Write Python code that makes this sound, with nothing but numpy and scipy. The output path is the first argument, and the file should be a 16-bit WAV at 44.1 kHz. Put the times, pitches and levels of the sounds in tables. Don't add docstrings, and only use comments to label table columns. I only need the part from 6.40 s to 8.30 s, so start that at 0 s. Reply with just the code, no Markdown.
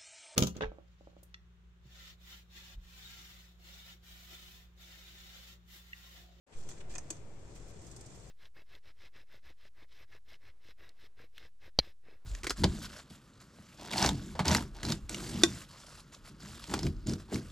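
import sys
import numpy as np
from scipy import signal
from scipy.fft import rfft, irfft
from scipy.io import wavfile

SR = 44100
rng = np.random.default_rng(int(sys.argv[2]) if len(sys.argv) > 2 else 0)


def to_wav(s):
    ch = np.atleast_2d(s).T
    pcm = np.round(np.clip(ch, -1, 1) * 32767)
    wavfile.write(sys.argv[1], SR, pcm.astype(np.int16))


N = 83790
T = np.arange(N) / SR

# start in seconds, level in dB, decay time in seconds, then the trims of the
# dull and the crisp layer in dB.
CLAW_HITS = [(0.2891, -40, 0.0023, -7, -10), (0.299, -50, 0.0016, -5, -12), (0.306, -46, 0.0029, -6.5, -17),
             (0.3144, -42.5, 0.0009, -2.5, -19), (0.5388, -45, 0.0019, -12, -30),
             (0.5533, -27.5, 0.0005, -9.5, -41), (.5578, -32, 0.00028, -1, -39),
             (.5822, -24, 0.00034, -10.5, -27), (0.7037, -27, 0.0021, -14.5, -12),
             (0.7065, -35.5, 0.00086, -3.5, -20), (0.7265, -46.5, 0.0013, 1, -20),
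             (.7670, -50.5, 0.0017, -16, -22)]
# start in seconds, level in dB.
TOE_KNOCKS = [(0.5401, -48), (.555, -43), (.5581, -42), (0.5838, -43.5), (0.7056, -44.5)]
# pitch in Hz, trim in dB, time to fall 60 dB in seconds.
BOARD_MODES = [(992, -9.5, 0.048), (1304, -14, 0.028), (1773, -2, 0.02), (2490, -0.5, 0.014),
               (4480, -8, 0.0083)]
# start in seconds, level in dB, pitch in Hz, time to fall 60 dB in seconds.
FLOOR_BUMPS = [(.287, -42, 88, 0.063), (.3045, -39, 99, 0.027), (0.525, -39, 247, 0.032),
               (.557, -46.5, 306, 0.054), (0.7075, -34.5, 315, 0.055), (1.303, -46, 106.5, 0.082)]

# start in seconds, length in seconds, level in dB.
SOLE_SCUFFS = [(.118, 0.059, -60.5), (.372, 0.018, -59.5), (.403, 0.019, -50.5), (.492, 0.057, -60),
               (.535, 0.086, -63.5), (1.15, 0.043, -60.5)]
VANE_FLICKS = [(1.15, 0.031, -59.5), (1.275, 0.035, -69), (1.412, 0.023, -59), (1.466, 0.0072, -49.5),
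               (1.5135, 0.0038, -45), (1.560, .02, -50), (1.607, 0.014, -50.5), (1.657, 0.023, -55.5),
               (1.700, 0.012, -60), (1.748, 0.02, -61)]
TIP_BRUSHES = [(.165, 0.11, -70), (.287, 0.024, -58.5), (.495, 0.078, -68), (1.145, 0.071, -66),
               (1.272, 0.067, -64), (1.41, 0.2, -69), (1.74, 0.054, -67), (1.78, 0.26, -72)]

# frequency in Hz, relative gain in dB.
CLAW_EQ = [(200, -26), (1500, -42), (3200, -10.5), (3900, -13.5), (4450, -6.5), (5100, -8.5), (5900, -3),
           (6450, 4.5), (6950, 4), (7400, -3.5), (8000, -0.5), (9000, -12), (10500, -25.5), (14000, -38),
           (16000, -58)]
CRISP_EQ = [(1000, -19.5), (6000, 0), (9500, -7), (11500, -11), (14000, -12.5), (16000, -18)]
FLOOR_EQ = [(100, -32), (300, 3.5), (600, 3.5), (1000, -0.5), (1350, 2), (1750, -4.5), (2100, -0.5),
            (2500, -2.5), (3200, -1), (5000, -8.5), (9000, -40)]
GRIT_EQ = [(200, 3.5), (600, -8), (1500, -2.5), (2800, 1), (4500, -7.5), (6800, -6), (8500, -7.5),
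           (10500, -36), (15000, -37)]
PLUMAGE_EQ = [(300, -17.5), (1000, -1.5), (2500, -6.5), (3600, -3.5), (5000, -2), (6000, 0), (7000, 5),
              (8400, -1), (9300, -8.5), (10500, -25), (14000, -24.5), (16000, -45)]
VANE_EQ = [(300, -19), (1000, -16), (3200, -21), (4800, -5), (6000, -1.5), (7000, 4.5), (8400, -3.5),
           (10500, -17), (14000, -21), (16000, -46)]
BUFFET_EQ = [(3, -4), (12, -1), (25, -10), (50, -20), (120, -25), (500, -90)]
RUMBLE_EQ = [(15, -9.5), (28, -6), (42, -1.5), (58, -1.5), (80, -3), (115, -0.5), (160, -6), (240, -15.5),
             (370, -10.5), (550, -19.5), (900, -32.5), (2000, -76)]
HISS_EQ = [(60, -18.5), (240, -14.5), (550, -11.5), (800, -16), (1300, -22), (2400, -26), (4000, -33),
           (7000, -33), (9000, -36), (10000, -52.5), (12500, -43.5), (15000, -92)]

# time in seconds, level in dB.
RUSTLE_FADER = [(.07, -82), (.17, -61.5), (.27, -62.5), (.32, -57.5), (.35, -64), (.39, -62.5), (.45, -78),
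                (.485, -70.5), (.505, -56), (.6, -70), (.68, -66.5), (.75, -62), (.83, -71), (.95, -71.5),
                (1.1, -65), (1.3, -63.5), (1.38, -62.5), (1.5, -61.5), (1.9, -62)]
BUFFET_FADER = [(.1, -90), (.16, -56), (.28, -48), (.35, -67), (.6, -56), (.9, -57), (1.9, -79)]
RUMBLE_FADER = [(.07, -100), (.12, -65.5), (.18, -55.5), (.3, -55.5), (.6, -53), (1.0, -54), (1.5, -52),
                (1.9, -54.5)]
HISS_FADER = [(.07, -67), (.15, -61), (.3, -60.5), (.6, -58.5), (.9, -61), (1.2, -60.5), (1.9, -61)]
HUM_FADER = [(.35, -79), (.46, -56), (.54, -49), (.65, -79), (.85, -76), (1.0, -63.5), (1.25, -52),
             (1.4, -82), (1.7, -63.5), (1.85, -59.5)]

# frequency in Hz, correlation of left and right.
BED_CORRELATION = [(40, 0.64), (120, 0.9), (350, 0.7), (700, 0.41), (1400, 0.045), (8000, 0.065)]
# frequency in Hz, left minus right in dB.
BED_PAN = [(60, 4), (400, 5.5), (1300, 4.5), (2400, 7.5), (4400, -0.5), (8000, 3)]
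PORT_PAN = [(1500, 0), (4700, 0.5), (5500, 1.5), (6200, -6), (7200, -7), (7900, 4), (8800, 0.5),
            (10500, -2.5), (15000, 0)]
# delay in seconds, level against the direct sound in dB.
EARLY_ECHOES = [(.0011, -9), (.0033, -11), (.0046, -8.5), (.0088, -12)]


def claws(snap_ratio=4.1):
    bright, dull, crisp = np.zeros((3, 2, N))
    t = np.arange(0, .02, 1 / SR)
    for start, db, decay, dull_db, crisp_db in CLAW_HITS:
        noise = rng.standard_normal((2, 3, len(t)))
        scratch = (noise[:, :2] + 0.67 * noise[:, 2:]) * (t / decay) ** 0.33 * np.exp(-t / decay)
        attack_rms = np.sqrt(np.mean(scratch[..., :round(decay * SR)] ** 2))
        scratch[..., 0] += snap_ratio * attack_rms
        scratch *= np.sqrt(decay * SR / 2) / np.linalg.norm(scratch, axis=-1, keepdims=True)
        claw, ground = scratch
        add(bright, start, amp(db) * claw)
        add(dull, start, amp(db + dull_db) * ground)
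        add(crisp, start, amp(db + crisp_db) * ground)
    return eq(bright, CLAW_EQ) + eq(crisp, CRISP_EQ) + eq(dull, FLOOR_EQ) * pan(db=4.5)


def toe_knocks(attack_s=0.00053):
    out = np.zeros((2, N))
    t = np.arange(0, .1, 1 / SR)
    for start, db in TOE_KNOCKS:
        detunes = 1 + 0.021 * rng.uniform(-0.84, 1, len(BOARD_MODES))
        ring = sum(amp(mode_db - 60 * t / t60) * np.sin(2 * np.pi * hz * detune * t)
                   for (hz, mode_db, t60), detune in zip(BOARD_MODES, detunes))
        add(out, start, amp(db) * (1 - np.exp(-t / attack_s)) * ring)
    return out * pan(db=1)


def floor_bumps(attack_s=0.0028, overtone_ratio=1.85, overtone_db=-12.5):
    out = np.zeros((2, N))
    t = np.arange(0, .2, 1 / SR)
    for start, db, hz, t60 in FLOOR_BUMPS:
        phase = 2 * np.pi * hz * t
        note = np.sin(phase) + amp(overtone_db) * np.sin(phase * overtone_ratio)
        envelope = amp(db - 60 * t / t60) * (1 - np.exp(-t / attack_s))
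        add(out, start, envelope * note)
    return out * pan(db=2.3)


def sole_scuffs():
    return eq(grains() * strokes(SOLE_SCUFFS), GRIT_EQ) * pan(db=2.5)


def feathers():
    rustle = eq(grains() * fader(RUSTLE_FADER), PLUMAGE_EQ)
    flicks = eq(grains() * strokes(VANE_FLICKS), VANE_EQ)
    brushes = eq(grains(spread_db=5) * strokes(TIP_BRUSHES), CRISP_EQ)
    return rustle + flicks + brushes


def tail_draught(start_s=0.15, attack_s=0.018, swing_hz=1.3, t60=3.5):
    t = np.maximum(T - start_s, 0)
    envelope = amp(-32.5 - 60 * t / t60) * (1 - np.exp(-t / attack_s))
    push = envelope * np.cos(2 * np.pi * swing_hz * t)
    return push + noise_bed(BUFFET_EQ) * fader(BUFFET_FADER)


def aviary_echo(x):
    t = np.arange(0, .4, 1 / SR)
    response = np.zeros((2, len(t)))
    fade_in = np.minimum(t / 0.002, 1)
    for t60, db in [(0.032, -2), (0.15, -8)]:
        reverb = rng.standard_normal(response.shape) * amp(-60 * t / t60) * fade_in
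        response += amp(db) * reverb / np.linalg.norm(reverb[0])
    response[:, 0] += 1
    for delay, db in EARLY_ECHOES:
        for ear, stretch in enumerate(rng.uniform(.88, 1.12, 2)):
            response[ear, int(delay * stretch * SR)] += amp(db)
    return signal.fftconvolve(x, response / np.linalg.norm(response[0]), axes=1)[:, :N]


def outdoors(hum_hz=42.5):
    hum = unit_rms(np.sin(2 * np.pi * (hum_hz * T + rng.random()))) * fader(HUM_FADER)
    rumble = noise_bed(RUMBLE_EQ) * fader(RUMBLE_FADER)
    hiss = noise_bed(HISS_EQ) * fader(HISS_FADER)
    return rumble + hiss + hum * pan(db=2.7)


def noise_bed(curve):
    hz = np.fft.rfftfreq(N, 1 / SR)
    left, independent = rfft(rng.standard_normal((2, N)))
    correlation = curve_at(BED_CORRELATION, hz)
    right = correlation * left + np.sqrt(1 - correlation ** 2) * independent
    spectrum = np.array([left, right]) * amp(curve_at(curve, hz)) * pan(curve_at(BED_PAN, hz))
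    return unit_rms(irfft(spectrum, N))


def microphone_ports(x):
    hz = np.fft.rfftfreq(2 * N, 1 / SR)
    gain = pan(curve_at(PORT_PAN, hz))
    gain /= np.sqrt(np.mean(gain ** 2, axis=0))
    return irfft(rfft(x, 2 * N) * gain, 2 * N)[:, :N]


def grains(spread_db=2, slips_per_s=5000):
    sizes = amp(spread_db * np.minimum(rng.exponential(1, N), 4))
    slips = rng.random(N) < slips_per_s / SR
    noise = rng.standard_normal((3, N))
    return unit_rms(sizes * slips * (noise[:2] + 0.14 * noise[2]))


def strokes(cues):
    out = np.zeros(N)
    for start, length, db in cues:
        progress = np.clip((T - start) / length, 0, 1)
        out += amp(db) * np.sin(np.pi * progress ** 0.51) ** 2
    return out


def eq(x, curve, size=2048):
    hz = abs(np.fft.fftfreq(size, 1 / SR))
    log_gain = np.log(amp(curve_at(curve, hz)))
    taps = np.fft.ifft(np.exp(np.conj(signal.hilbert(log_gain)))).real
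    return signal.oaconvolve(x, taps[None] / np.linalg.norm(taps), axes=1)[:, :N]


def curve_at(curve, hz):
    points_hz, values = np.transpose(curve)
    return np.interp(np.log(hz + 1), np.log(points_hz), values)


def fader(moves):
    return amp(np.interp(T, *np.transpose(moves)))


def pan(db):
    return amp(np.array([[.5], [-.5]]) * db)


def amp(db):
    return 10 ** (np.asarray(db) / 20)


def unit_rms(x):
    return x / np.sqrt(np.mean(x ** 2) + 1e-20)


def add(mix, start_s, sound):
    part = mix[:, max(round(start_s * SR), 0):][:, :sound.shape[-1]]
    part += sound[..., :part.shape[1]]


def scene():
    bird = claws() + sole_scuffs() + feathers() + toe_knocks()
    return aviary_echo(bird) + floor_bumps() + outdoors() + tail_draught()


def record(dry, silence_s=0.064, fade_s=0.0095, cutoff_hz=15600):
    faded = microphone_ports(dry) * np.clip((T - silence_s) / fade_s, 0, 1)
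    high_cut = signal.firwin(511, cutoff_hz, window=("kaiser", 9), fs=SR)
    return signal.oaconvolve(faded, high_cut[None], "same")


dry = scene()
out = record(dry)
to_wav(out)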